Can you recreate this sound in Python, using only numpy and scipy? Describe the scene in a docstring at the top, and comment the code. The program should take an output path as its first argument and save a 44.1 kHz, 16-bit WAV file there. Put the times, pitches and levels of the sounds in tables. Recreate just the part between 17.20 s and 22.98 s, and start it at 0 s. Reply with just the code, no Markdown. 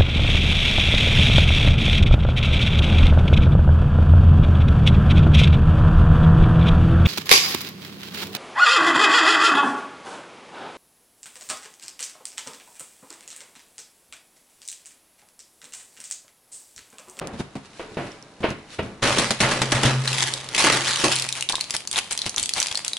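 """A blister strip of tablets, turned in the fingers close to a stereo microphone in a small room.
First, further off, shoes cross a wooden floor to a desk: heels thud, soles slap, trousers swish.
A hand paws at a plastic bag of medicine strips; the film crinkles and the desk top booms under it.
Then one strip is pulled out and held near, a little to the left: fingers scrape over the foil,
tablets rattle, and stiff folds and blisters snap through."""
import sys
import numpy as np
from scipy import signal
from scipy.fft import rfft, irfft, next_fast_len
from scipy.io import wavfile
from scipy.ndimage import uniform_filter1d

SR = 44100
rng = np.random.default_rng(int(sys.argv[2]) if len(sys.argv) > 2 else 0)


def inscribe(sig):
    """Save sig as 16-bit PCM at rate SR to the path in sys.argv[1].

    A 1-D sig is mono; a 2-D sig holds one channel per row.
    Samples are clipped to [-1, 1] before scaling.
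    """
    pcm = np.round(np.clip(np.atleast_2d(sig).T, -1, 1) * 32767)
    wavfile.write(sys.argv[1], SR, pcm.astype(np.int16))


N = 255118


def amp(db):
    """Decibels to gain."""
    return 10 ** (np.asarray(db) / 20)


def unit(x):
    """Scales to rms 1."""
    return x / np.sqrt(np.mean(x ** 2) + 1e-20)


def read(points, hz):
    """Reads a curve on a log-frequency axis."""
    f, value = np.transpose(points)
    return np.interp(np.log(hz + 1), np.log(f + 1), value)


def clock(length=N):
    """Time of every sample in seconds."""
    return np.arange(length) / SR


def decay(t, t60):
    """Falls by 60 dB in t60 seconds."""
    return np.exp(-np.log(1000) * t / t60)


def add(mix, s, sound):
    """Mixes a sound in at time s."""
    part = mix[:, max(round(s * SR), 0):][:, :sound.shape[1]]
    part += sound[:, :part.shape[1]]


def gain_curves(rows, fade_s=0.011):
    """One gain curve per level column of (t/s, level/dB, ...), silent outside the rows' span."""
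    s, *columns = np.transpose(rows)
    gate = np.interp(clock(), [s[0] - fade_s, s[0], s[-1], s[-1] + fade_s], [0, 1, 1, 0])
    return [gate * amp(np.interp(clock(), s, db)) for db in columns]


def stroke(db, rise_s, t60):
    """Envelope that builds up and dies away."""
    t = clock(SR // 2)
    return amp(db) * np.minimum(t / rise_s, 1) * decay(np.maximum(t - rise_s, 0), t60)


def swells(starts, dbs, rises, t60s):
    """Joint envelope of many strokes; a single number holds for all of them."""
    power = np.zeros((1, N))
    for s, *row in zip(*np.broadcast_arrays(starts, dbs, rises, t60s)):
        add(power, s, stroke(*row)[None] ** 2)
    return np.sqrt(power[0])


def steady(x, span_s=0.0114):
    """Holds the short-time power steady, so that a blow's envelope alone sets its strength."""
    power = uniform_filter1d((x ** 2).mean(0), int(span_s * SR) + 1)
    return x / np.sqrt(power.clip(1e-9))


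def ring(modes):
    """Dying modes of a struck thing, alike in both channels."""
    t = clock(SR)
    sound = sum(amp(db) * decay(t, t60) * np.sin(2 * np.pi * hz * t) for hz, db, t60 in modes)
    return np.array([sound, sound])


# Stereo width at the microphone: f/Hz, side over mid/dB
WIDTH = [(60, -21), (125, -19), (250, -19), (500, -16), (1000, -11), (2000, -11), (4000, -5), (8000, -2.5),
         (11000, -1.5)]


def colour(pair, spectrum):
    """Shapes mid and side to a spectrum; left and right differ more in the treble."""
    size = next_fast_len(pair.shape[1])
    hz = np.fft.rfftfreq(size, 1 / SR)
    mid, side = rfft(pair, size) * amp(read(spectrum, hz))
    side = side * amp(read(WIDTH, hz))
    return unit(irfft([mid + side, mid - side], size)[:, :pair.shape[1]])


def noise(spectrum, length=N):
    """Smooth stereo noise."""
    return colour(rng.standard_normal((2, length)), spectrum)


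def crackle(spectrum, per_s, spread_db, ring_s, bed_db, kinds=32):
    """Countless tiny clicks over a bed of noise; each kind rings in its own way, and a few are large."""
    t = clock(256)
    sizes = amp(spread_db * np.minimum(rng.exponential(1, N), 3)) * rng.choice([-1, 1], N)
    at = np.flatnonzero(rng.random(N) < per_s / SR)
    kind = rng.integers(0, kinds, N)
    rings = rng.standard_normal((kinds, 2, len(t))) * np.exp(-t / ring_s)
    clicks = np.zeros((2, N + len(t)))
    for k in range(len(t)):
        clicks[:, at + k] += sizes[at] * rings[kind[at], :, k].T
    bed = amp(bed_db) * rng.standard_normal((2, N))
    return colour(unit(clicks[:, :N]) + bed, spectrum)


# Reverberation of the small room: f/Hz, t60/s
ROOM_DECAY = [(125, 0.37), (500, 0.2), (2000, 0.42), (5000, 0.31), (11000, 0.25)]
# Reflections off hand, desk and wall: t/s after the direct sound, level/dB
REFLECTIONS = [(.0036, -21), (.0056, -19.5), (.0092, -22), (0.0155, -56)]


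def room(x, wet_db, build_s=0.004):
    """The direct sound, a few near reflections, then a diffuse tail that builds up and dies."""
    hz, t, bands = signal.stft(rng.standard_normal((2, SR // 2)), SR, nperseg=256)
    tail = signal.istft(bands * decay(t, read(ROOM_DECAY, hz)[:, None]), SR, nperseg=256)[1]
    tail *= np.minimum(clock(tail.shape[1]) / build_s, 1)
    tail *= amp(wet_db) / np.linalg.norm(tail[0])
    for s, db in REFLECTIONS:
        arrivals = (s * SR * rng.uniform(.96, 1.04, 2)).astype(int)
        tail[[0, 1], arrivals] += amp(db)
    wet = signal.fftconvolve(x, tail, axes=1)[:, :N]
    # long waves reach both capsules alike
    bass_side = signal.sosfilt(signal.butter(1, 520, fs=SR, output="sos"), (wet[0] - wet[1]) / 2)
    return x + wet - np.array([bass_side, -bass_side])


# Room tone, all round the microphone: f/Hz, level/dB
ROOM_TONE = [(25, -4), (60, 3), (130, 10), (300, 8), (1000, 3.5), (3000, -15), (11000, -25)]


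def room_tone():
    """A faint, low, even hush."""
    return amp(-51) * noise(ROOM_TONE)


# Rumble of the wooden floor: f/Hz, level/dB
FLOOR_SPECTRUM = [(18, -29), (30, -1), (225, -12.5), (309, 1), (352, -7.5), (386, -39), (423, 4.5),
                  (500, -6), (2500, -17.5), (3250, -64), (5500, -120)]


def floor_rumble(step_times):
    """The floor grumbles after every step."""
    return swells(step_times, dbs=-43, rises=0.018, t60s=1.17) * noise(FLOOR_SPECTRUM)


# A trouser leg brushing past, away from the microphone: t/s at the middle, level/dB, half width/s
LEG_PASSES = [(.197, -38, .008), (.457, -50.5, .012), (.59, -49, 0.046), (.85, -47, 0.098),
              (1.29, -47, 0.015), (1.535, -41, 0.029)]
# Rustle of the cloth: f/Hz, level/dB
CLOTH_SPECTRUM = [(710, -43), (1200, -6), (2980, -5), (3240, -8.5), (3720, -5.5), (4690, -9),
                  (11000, -19.5), (14300, -60), (22000, -120)]


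def trousers(thumps, rustle_db=-57.5, jolt_db=-15):
    """Cloth rustles steadily, swishes as a leg passes and is jolted by each dull footfall."""
    brushes = sum(amp(db) / (1 + ((clock() - middle) / half) ** 2) for middle, db, half in LEG_PASSES)
    motion = np.hypot(np.hypot(amp(rustle_db), brushes), amp(jolt_db) * thumps)
    return motion * crackle(CLOTH_SPECTRUM, per_s=900, spread_db=5, ring_s=0.00027, bed_db=1)


# Shoes on the boards, across the room: t/s, sole/dB, heel/dB, scuff/dB, board ring/dB, rise/s, t60/s
FOOTSTEPS = [(.008, -32, -36.5, -51, -33, 0.0083, 0.54), (.594, -34, -62, -39.5, -32, 0.0021, 0.23),
             (0.77, -27, -29, -39, -40, 0.00092, 0.44), (1.226, -22.5, -48, -25.5, -15, .017, 0.24),
             (1.585, -28.5, -23, -27.5, -21.5, 0.008, .11)]
# Dull footfalls on the rug and shifts of weight: t/s, level/dB, rise/s, t60/s
DULL_FOOTFALLS = [(.124, -33.5, 0.014, 0.27), (0.193, -22.5, 0.013, 0.056), (0.353, -26, 0.0012, 0.12),
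                  (.714, -40, .005, .14), (1.203, -34.5, .002, .5), (1.285, -27, 0.0025, 0.061),
                  (1.307, -25, 0.0019, .1), (1.378, -40.5, 0.0082, 0.13), (1.624, -32, 0.0018, 0.51)]
# Spectra of heel, sole and scuff: f/Hz, level/dB
SHOE_SPECTRA = {"heel": [(25, -38), (60, -2), (130, 5), (220, 2), (400, -8.5), (1500, -43.5)],
                "sole": [(100, -53), (220, -2.5), (380, 4), (600, 2.5), (1100, -6), (2500, -14.5),
                (8000, -41)], "scuff": [(400, -18), (1200, 10), (2800, 10), (5000, -10), (11000, -61)]}
# Modes of a floorboard: f/Hz, level/dB, t60/s
BOARD_MODES = [(348, -10.5, 0.069), (459, -2.5, 0.095), (505, -4, 0.075), (643, 0, 0.054), (928, -6, 0.051),
               (2280, -26, 0.019)]


def walk(end_s=1.9):
    """Heels thud and soles slap and scuff on the boards, heard with trousers and floor through the room."""
    s, sole_db, heel_db, scuff_db, board_db, rise, t60 = np.transpose(FOOTSTEPS)
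    thumps = swells(*np.transpose(DULL_FOOTFALLS))
    heel = steady(noise(SHOE_SPECTRA["heel"])) * np.hypot(swells(s, heel_db, rise, t60), thumps)
    sole = steady(noise(SHOE_SPECTRA["sole"])) * np.hypot(swells(s, sole_db, rise, t60), amp(-6) * thumps)
    for start, db in zip(s + rise, board_db):  # the board rings once the weight is on it
        add(heel, start, amp(db) * ring(BOARD_MODES))
    grit = crackle(SHOE_SPECTRA["scuff"], per_s=1500, spread_db=3, ring_s=.0008, bed_db=-3)
    scuff = steady(grit) * swells(s, scuff_db, rise, t60)
    walking = np.clip((end_s - clock()) / 0.012, 0, 1)
    cloth_and_floor = walking * (trousers(thumps) + floor_rumble(s))
    return room(heel, wet_db=-8.5) + room(sole + scuff + cloth_and_floor, wet_db=-7.5)


# Hand and strips landing on the desk: t/s, thud/dB, thud f/Hz, clatter/dB, boom/dB, t60/s
DESK_BUMPS = [(1.823, -32.5, 218, -26.5, -24.5, 1), (1.981, -20.5, 247, -33, -46, 0.23),
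              (2.105, -20, 245, -46, -45, 0.11), (2.202, -19.5, 193, -22, -34, 0.29),
              (2.23, -32, 201, -19.5, -20, 0.23), (2.311, -26, 246, -23.5, -30, 0.21),
              (2.415, -21.5, 195, -25, -21.5, 0.13), (2.518, -19, 298, -19, -42, .11),
              (2.548, -29.5, 225, -26.5, -17.5, 0.31), (2.631, -17, 252, -21.5, -44, 0.064),
              (2.652, -23, 243, -23, -11, 0.26), (3.439, -20, 320, -20, -32, 0.26),
              (3.467, -22, 350, -15.5, -49, 0.11), (3.497, -16.5, 330, -13.5, -55, 0.047),
              (3.523, -26, 303, -24.5, -34, 0.52), (3.837, -16.5, 317, -42, -30, 0.26)]
# Modes of the desk top: f/Hz, level/dB, t60/s
DESK_MODES = [(130.8, 2, 1.17), (123, -14, 1.5), (137.4, -9, 0.9), (229, -16, 0.85)]
# A soft blow: f/multiple of the thud's pitch, level/dB
THUD_SHAPE = [(.1, -35), (.35, -9), (.65, -10), (1, 2.5), (1.4, -8), (2.2, -6), (4, -12), (12, -40)]
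# Strips clattering in the bag: f/Hz, level/dB
CLATTER_SPECTRUM = [(150, -30), (350, -7), (560, -4.5), (1050, 2), (2000, 0.5), (3200, -7), (6000, -26),
                    (11000, -62)]
BUMP_RISE_S = 0.0036


def desk():
    """Each bump thuds, rattles the strips in the bag and sets the desk top booming."""
    s, thud_db, thud_hz, clatter_db, boom_db, t60 = np.transpose(DESK_BUMPS)
    rattle = crackle(CLATTER_SPECTRUM, per_s=2000, spread_db=2, ring_s=0.0013, bed_db=-3.5)
    out = amp(1) * steady(rattle) * swells(s, clatter_db, BUMP_RISE_S, t60)
    for k, start in enumerate(s):
        blow = stroke(thud_db[k], BUMP_RISE_S, t60[k])
        spectrum = [(thud_hz[k] * multiple, db) for multiple, db in THUD_SHAPE]
        add(out, start, blow * steady(noise(spectrum, len(blow))))
        add(out, start, amp(boom_db[k] - 5) * ring(DESK_MODES))
    return out


def avalanches(depth_db, span_s):
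    """Creases give way in clumps: a gain that flutters at random."""
    flutter = unit(uniform_filter1d(rng.standard_normal(N), int(span_s * SR) + 1))
    return unit(amp(depth_db * flutter))


def moving_fold(x, near_s=0.00027, far_s=0.000869, share=0.38, positions=70):
    """The film reflects its own sound from a fold that keeps moving: hollow colours come and go."""
    delay = np.interp(clock(), np.linspace(0, N / SR, positions), rng.uniform(near_s, far_s, positions))
    echo = np.array([np.interp(clock() - delay, clock(), channel) for channel in x])
    return (x - share * echo) / np.hypot(1, share)


# The hand working the bag on the desk: t/s, crinkle/dB, drag/dB
BAG_HANDLING = [(1.83, -36, -19), (2.06, -27.5, -30.5), (2.17, -41.5, -44.5), (2.26, -38, -24),
                (2.49, -39, -34.5), (2.56, -38, -29), (2.68, -43, -24), (2.83, -40, -38), (2.9, -27, -38.5),
                (3.02, -24.5, -35), (3.19, -39.5, -44), (3.32, -41.5, -43), (3.39, -21, -29.5),
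                (3.6, -27.5, -36), (3.76, -26.5, -40.5), (3.89, -28, -34), (3.97, -32, -48),
                (4.05, -46, -36)]
# Handfuls of film giving way in the air: t/s, level/dB, t60/s
FILM_CRUNCHES = [(2.873, -27, .17), (3.078, -26, 0.031), (3.346, -20, 0.027), (3.378, -22, 0.59),
                 (3.668, -27, 0.49), (3.784, -30, 0.77), (3.914, -20, 0.15)]
# Crinkling film: f/Hz, level/dB
FILM_SPECTRUM = [(530, -23), (900, -5.5), (1260, -5.5), (1430, -7), (1850, -2), (2310, -3), (3370, -2),
                 (6720, -8.5), (9500, -11.5), (11000, -15.5), (14300, -85), (22000, -120)]
# The bag dragging over the desk top: f/Hz, level/dB
DRAG_SPECTRUM = [(30, -7), (80, -5.5), (130, 2.5), (260, -1), (450, 2.5), (700, -0.5), (1100, 0),
                 (1800, -5), (2800, -4.5), (5000, -11), (11000, -23)]


def bag():
    """Thin film crinkles under the hand, bursts when it gives way or is bumped, and drags on the desk."""
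    crinkle, drag = gain_curves(BAG_HANDLING)
    film = crackle(FILM_SPECTRUM, per_s=1300, spread_db=5.5, ring_s=.0005, bed_db=-10)
    crush = crackle(FILM_SPECTRUM, per_s=2500, spread_db=4, ring_s=.0007, bed_db=-10)
    slide = crackle(DRAG_SPECTRUM, per_s=1500, spread_db=4, ring_s=0.0013, bed_db=-11)
    s, db, t60 = np.transpose(FILM_CRUNCHES)
    crunched = swells(s, db, rises=0.0036, t60s=t60)
    bump_s, thud_db, *_, bump_t60 = np.transpose(DESK_BUMPS)
    crush_db = np.minimum(thud_db + 1, -18)  # the film gives way only so far
    bumped = swells(bump_s, crush_db, BUMP_RISE_S, 0.51 * bump_t60)
    bursts = amp(4.5) * steady(crush) * np.hypot(crunched, bumped)
    rustle = amp(0.5) * crinkle * film * avalanches(depth_db=2.5, span_s=0.012)
    return moving_fold(rustle + bursts) + amp(2) * drag * slide


# First instant of a snap, heard close: f/Hz, level/dB
CRACK_SPECTRUM = [(100, -43), (800, -21), (2000, -8.5), (3200, 3.5), (6000, 0.5), (9000, 0), (11000, -3)]


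def snap(db, hz, crack_db, crack_s=0.0016, t60_cycles=36, glide=0.028, settle_s=0.00067):
    """A stiff part flips or clicks: a sharp crack, then three brief modes that sag in pitch."""
    t = clock(1024)
    phase = 2 * np.pi * hz * (t + glide * settle_s * (1 - np.exp(-t / settle_s)))
    lead = np.array([[.5], [-.5]]) * rng.uniform(.3, 1.5)  # the capsules hear it slightly out of step
    second = amp(-8) * np.sin(phase * rng.uniform(0.88, 1.337) - lead)
    third = amp(-16) * np.sin(phase * rng.uniform(1.79, 1.9) + 2 * lead)
    envelope = decay(t, t60_cycles / hz) * np.minimum(t / 0.0002, 1)
    ringing = (np.sin(phase + lead) + second + third) * envelope
    crack = colour(rng.standard_normal((2, len(t))) * np.exp(-t / crack_s), CRACK_SPECTRUM)
    crack *= np.sqrt(crack_s / 2 / t[-1]) * (t < t[-1] / 2)
    return amp(db) * (ringing + amp(crack_db + 2.5) * crack) / np.hypot(1, amp(crack_db))


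# Clicks from the clothes: t/s, level/dB, crack balance/dB
FITTING_TICKS = [(.073, -14.5, 25), (0.919, -31, -15), (1.026, -28.5, -10), (1.305, -14.5, 14)]


def fittings():
    """Small hard fittings on the clothes tick."""
    out = np.zeros((2, N))
    for s, db, crack_db in FITTING_TICKS:
        add(out, s, snap(db, hz=5480, crack_db=crack_db, crack_s=0.00013))
    return out


# Tablets rattling near the microphone: t/s, level/dB
TABLET_KNOCKS = [(4.302, -22.5), (4.333, -21.5), (4.342, -16.5), (4.382, -25)]
# Modes of a tablet in its blister: f/Hz, level/dB, t60/s
TABLET_MODES = [(1040, 1, 0.018), (1630, -8, 0.016)]


def tablets():
    """Tablets knock hollowly in their blisters."""
    out = np.zeros((2, N))
    for s, db in TABLET_KNOCKS:
        add(out, s, amp(db) * ring(TABLET_MODES))
    return out


# Fingers sliding on the strip, close up: t/s, scrape/dB, thud/dB, rise/s, t60/s
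FINGER_RUBS = [(4.15, -31, -49, 0.019, .25), (4.294, -25.5, -42, 0.0018, .14),
               (4.533, -22.5, -37.5, 0.018, 0.042), (4.72, -30.5, -45, 0.023, 0.53),
               (4.753, -19, -49, 0.035, 0.05), (4.908, -25, -41.5, 0.002, 0.14),
               (5.057, -23.5, -28, 0.0087, 0.082), (5.172, -28.5, -40, 0.0035, 0.22),
               (5.205, -38, -41.5, 0.022, 0.16), (5.346, -24, -40.5, 0.035, 0.17),
               (5.511, -24, -39, 0.0036, 0.031), (5.648, -36, -63, 0.015, 0.12)]
# Light crackle of the held foil: t/s, level/dB
FOIL_GRIP = [(4.0, -24.5), (4.11, -31), (4.2, -31), (4.26, -60), (4.36, -35), (4.58, -33.5), (4.69, -46.5),
             (5.1, -32.5), (5.26, -46.5), (5.42, -24.5), (5.78, -43)]
# Scraped foil: f/Hz, level/dB
FOIL_SPECTRUM = [(120, -46), (200, -26), (595, -8.5), (860, -3), (1520, -6), (2350, -1.5), (2650, -2.5),
                 (3890, -3.5), (5440, -7), (7740, -9.5), (11000, -12.5), (14300, -56), (22000, -120)]
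# Thud through the hand: f/Hz, level/dB
HAND_SPECTRUM = [(30, -13), (75, 1), (160, -5), (420, -7.5), (900, -55), (3000, -56)]


def strip_rubs():
    """Fingers stick and slip over the foil and jog the hand that holds it."""
    s, scrape_db, thud_db, rise, t60 = np.transpose(FINGER_RUBS)
    slips = crackle(FOIL_SPECTRUM, per_s=1300, spread_db=4.5, ring_s=.0007, bed_db=-7)
    foil = crackle(FOIL_SPECTRUM, per_s=350, spread_db=10.5, ring_s=0.00042, bed_db=-4)
    scrapes = steady(slips) * swells(s, scrape_db, rise, t60)
    thuds = steady(noise(HAND_SPECTRUM)) * swells(s, thud_db, rise, t60)
    grip = gain_curves(FOIL_GRIP)[0] * foil
    return amp(1.5) * scrapes + amp(-1) * thuds + amp(-5) * grip


# Folds and blisters popping through, close to the microphone: t/s, level/dB, f/Hz, crack balance/dB
BLISTER_SNAPS = [(2.8769, -5.5, 4020, -13), (2.9295, -9.5, 2670, -1), (3.0051, -8, 3380, -14),
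                 (3.1372, -7, 3710, -3.5), (3.2879, -18, 3980, 0), (3.347, -8.5, 2590, -15),
                 (3.3633, -12, 2600, 4), (3.7582, -10, 2900, -1), (3.9564, -5, 8600, -10),
                 (3.962, -7, 4280, -3), (3.9864, -13, 4490, 6), (3.997, -9, 2830, 8),
                 (4.0218, -7, 4360, -3), (4.0887, -10, 2530, 3), (4.125, -8.5, 3770, -1),
                 (4.2086, -11, 5960, -1), (4.2239, -8.5, 2860, 0), (4.2889, -4.5, 3600, -8),
                 (4.2962, -9.5, 2930, 3), (4.3231, -7.5, 4350, -10), (4.354, -6.5, 3800, -5.5),
                 (4.4091, -4.5, 4330, -6.5), (4.5066, -6.5, 4860, -3.5), (4.5646, -8.5, 3700, 4),
                 (4.6737, -11.5, 4400, -1.5), (4.7129, -7, 8600, -8), (4.7283, -12, 3700, 5),
                 (4.7588, -8, 3660, -18), (4.785, -8.5, 3050, -18), (4.9093, -13, 6160, -3),
                 (4.9237, -5.5, 8500, -19), (4.929, -9.5, 7300, -8), (4.9756, -12.5, 5740, 11),
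                 (4.9898, -8.5, 4220, -16), (5.017, -6, 4010, -11), (5.0941, -9, 6250, -7.5),
                 (5.1615, -5, 6050, -14), (5.1805, -6, 3700, 1), (5.1963, -6, 8260, -5),
                 (5.2287, -4.5, 7700, -8), (5.2357, -7, 4620, -10), (5.2579, -5.5, 8150, -8.5),
                 (5.2918, -9, 3400, 6), (5.3359, -4, 4440, -5.5), (5.4008, 1.5, 5930, -12),
                 (5.4271, -5.5, 4630, -1), (5.469, -9.5, 4900, -5), (5.5129, -14, 3320, -11),
                 (5.5536, -5.5, 4320, -9), (5.5735, -7, 4660, -7), (5.6473, -12.5, 5500, 4),
                 (5.6795, -5.5, 6600, -4), (5.7326, -8.5, 3950, -9), (5.768, -12.5, 3370, -9)]


def strip_snaps(gain_db=-2, lag_s=0.00066):
    """Stiff folds and domed blisters flip one by one."""
    out = np.zeros((2, N))
    for s, db, hz, crack_db in BLISTER_SNAPS:
        add(out, s + lag_s, snap(db + gain_db, hz, crack_db))
    return out


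def scene():
    """From one microphone position: the far feet, the bag on the desk and the near strip."""
    near = room(strip_snaps(), wet_db=-8)
    near += room(strip_rubs() + tablets() + fittings(), wet_db=-17.5)
    near *= amp([[.4], [-.4]])  # a little to the left
    return walk() + room(bag() + desk(), wet_db=-11) + near + room_tone()


def record(dry, ceiling=.8, cutoff_hz=11180):
    """The recorder rounds off the loudest peaks, then cuts the top of the treble."""
    soft = ceiling * np.tanh(dry / ceiling)
    lowpass = signal.firwin(301, cutoff_hz, window=("kaiser", 7), fs=SR)
    return signal.oaconvolve(soft, lowpass[None], "same")


dry = scene()
out = record(dry)
inscribe(out)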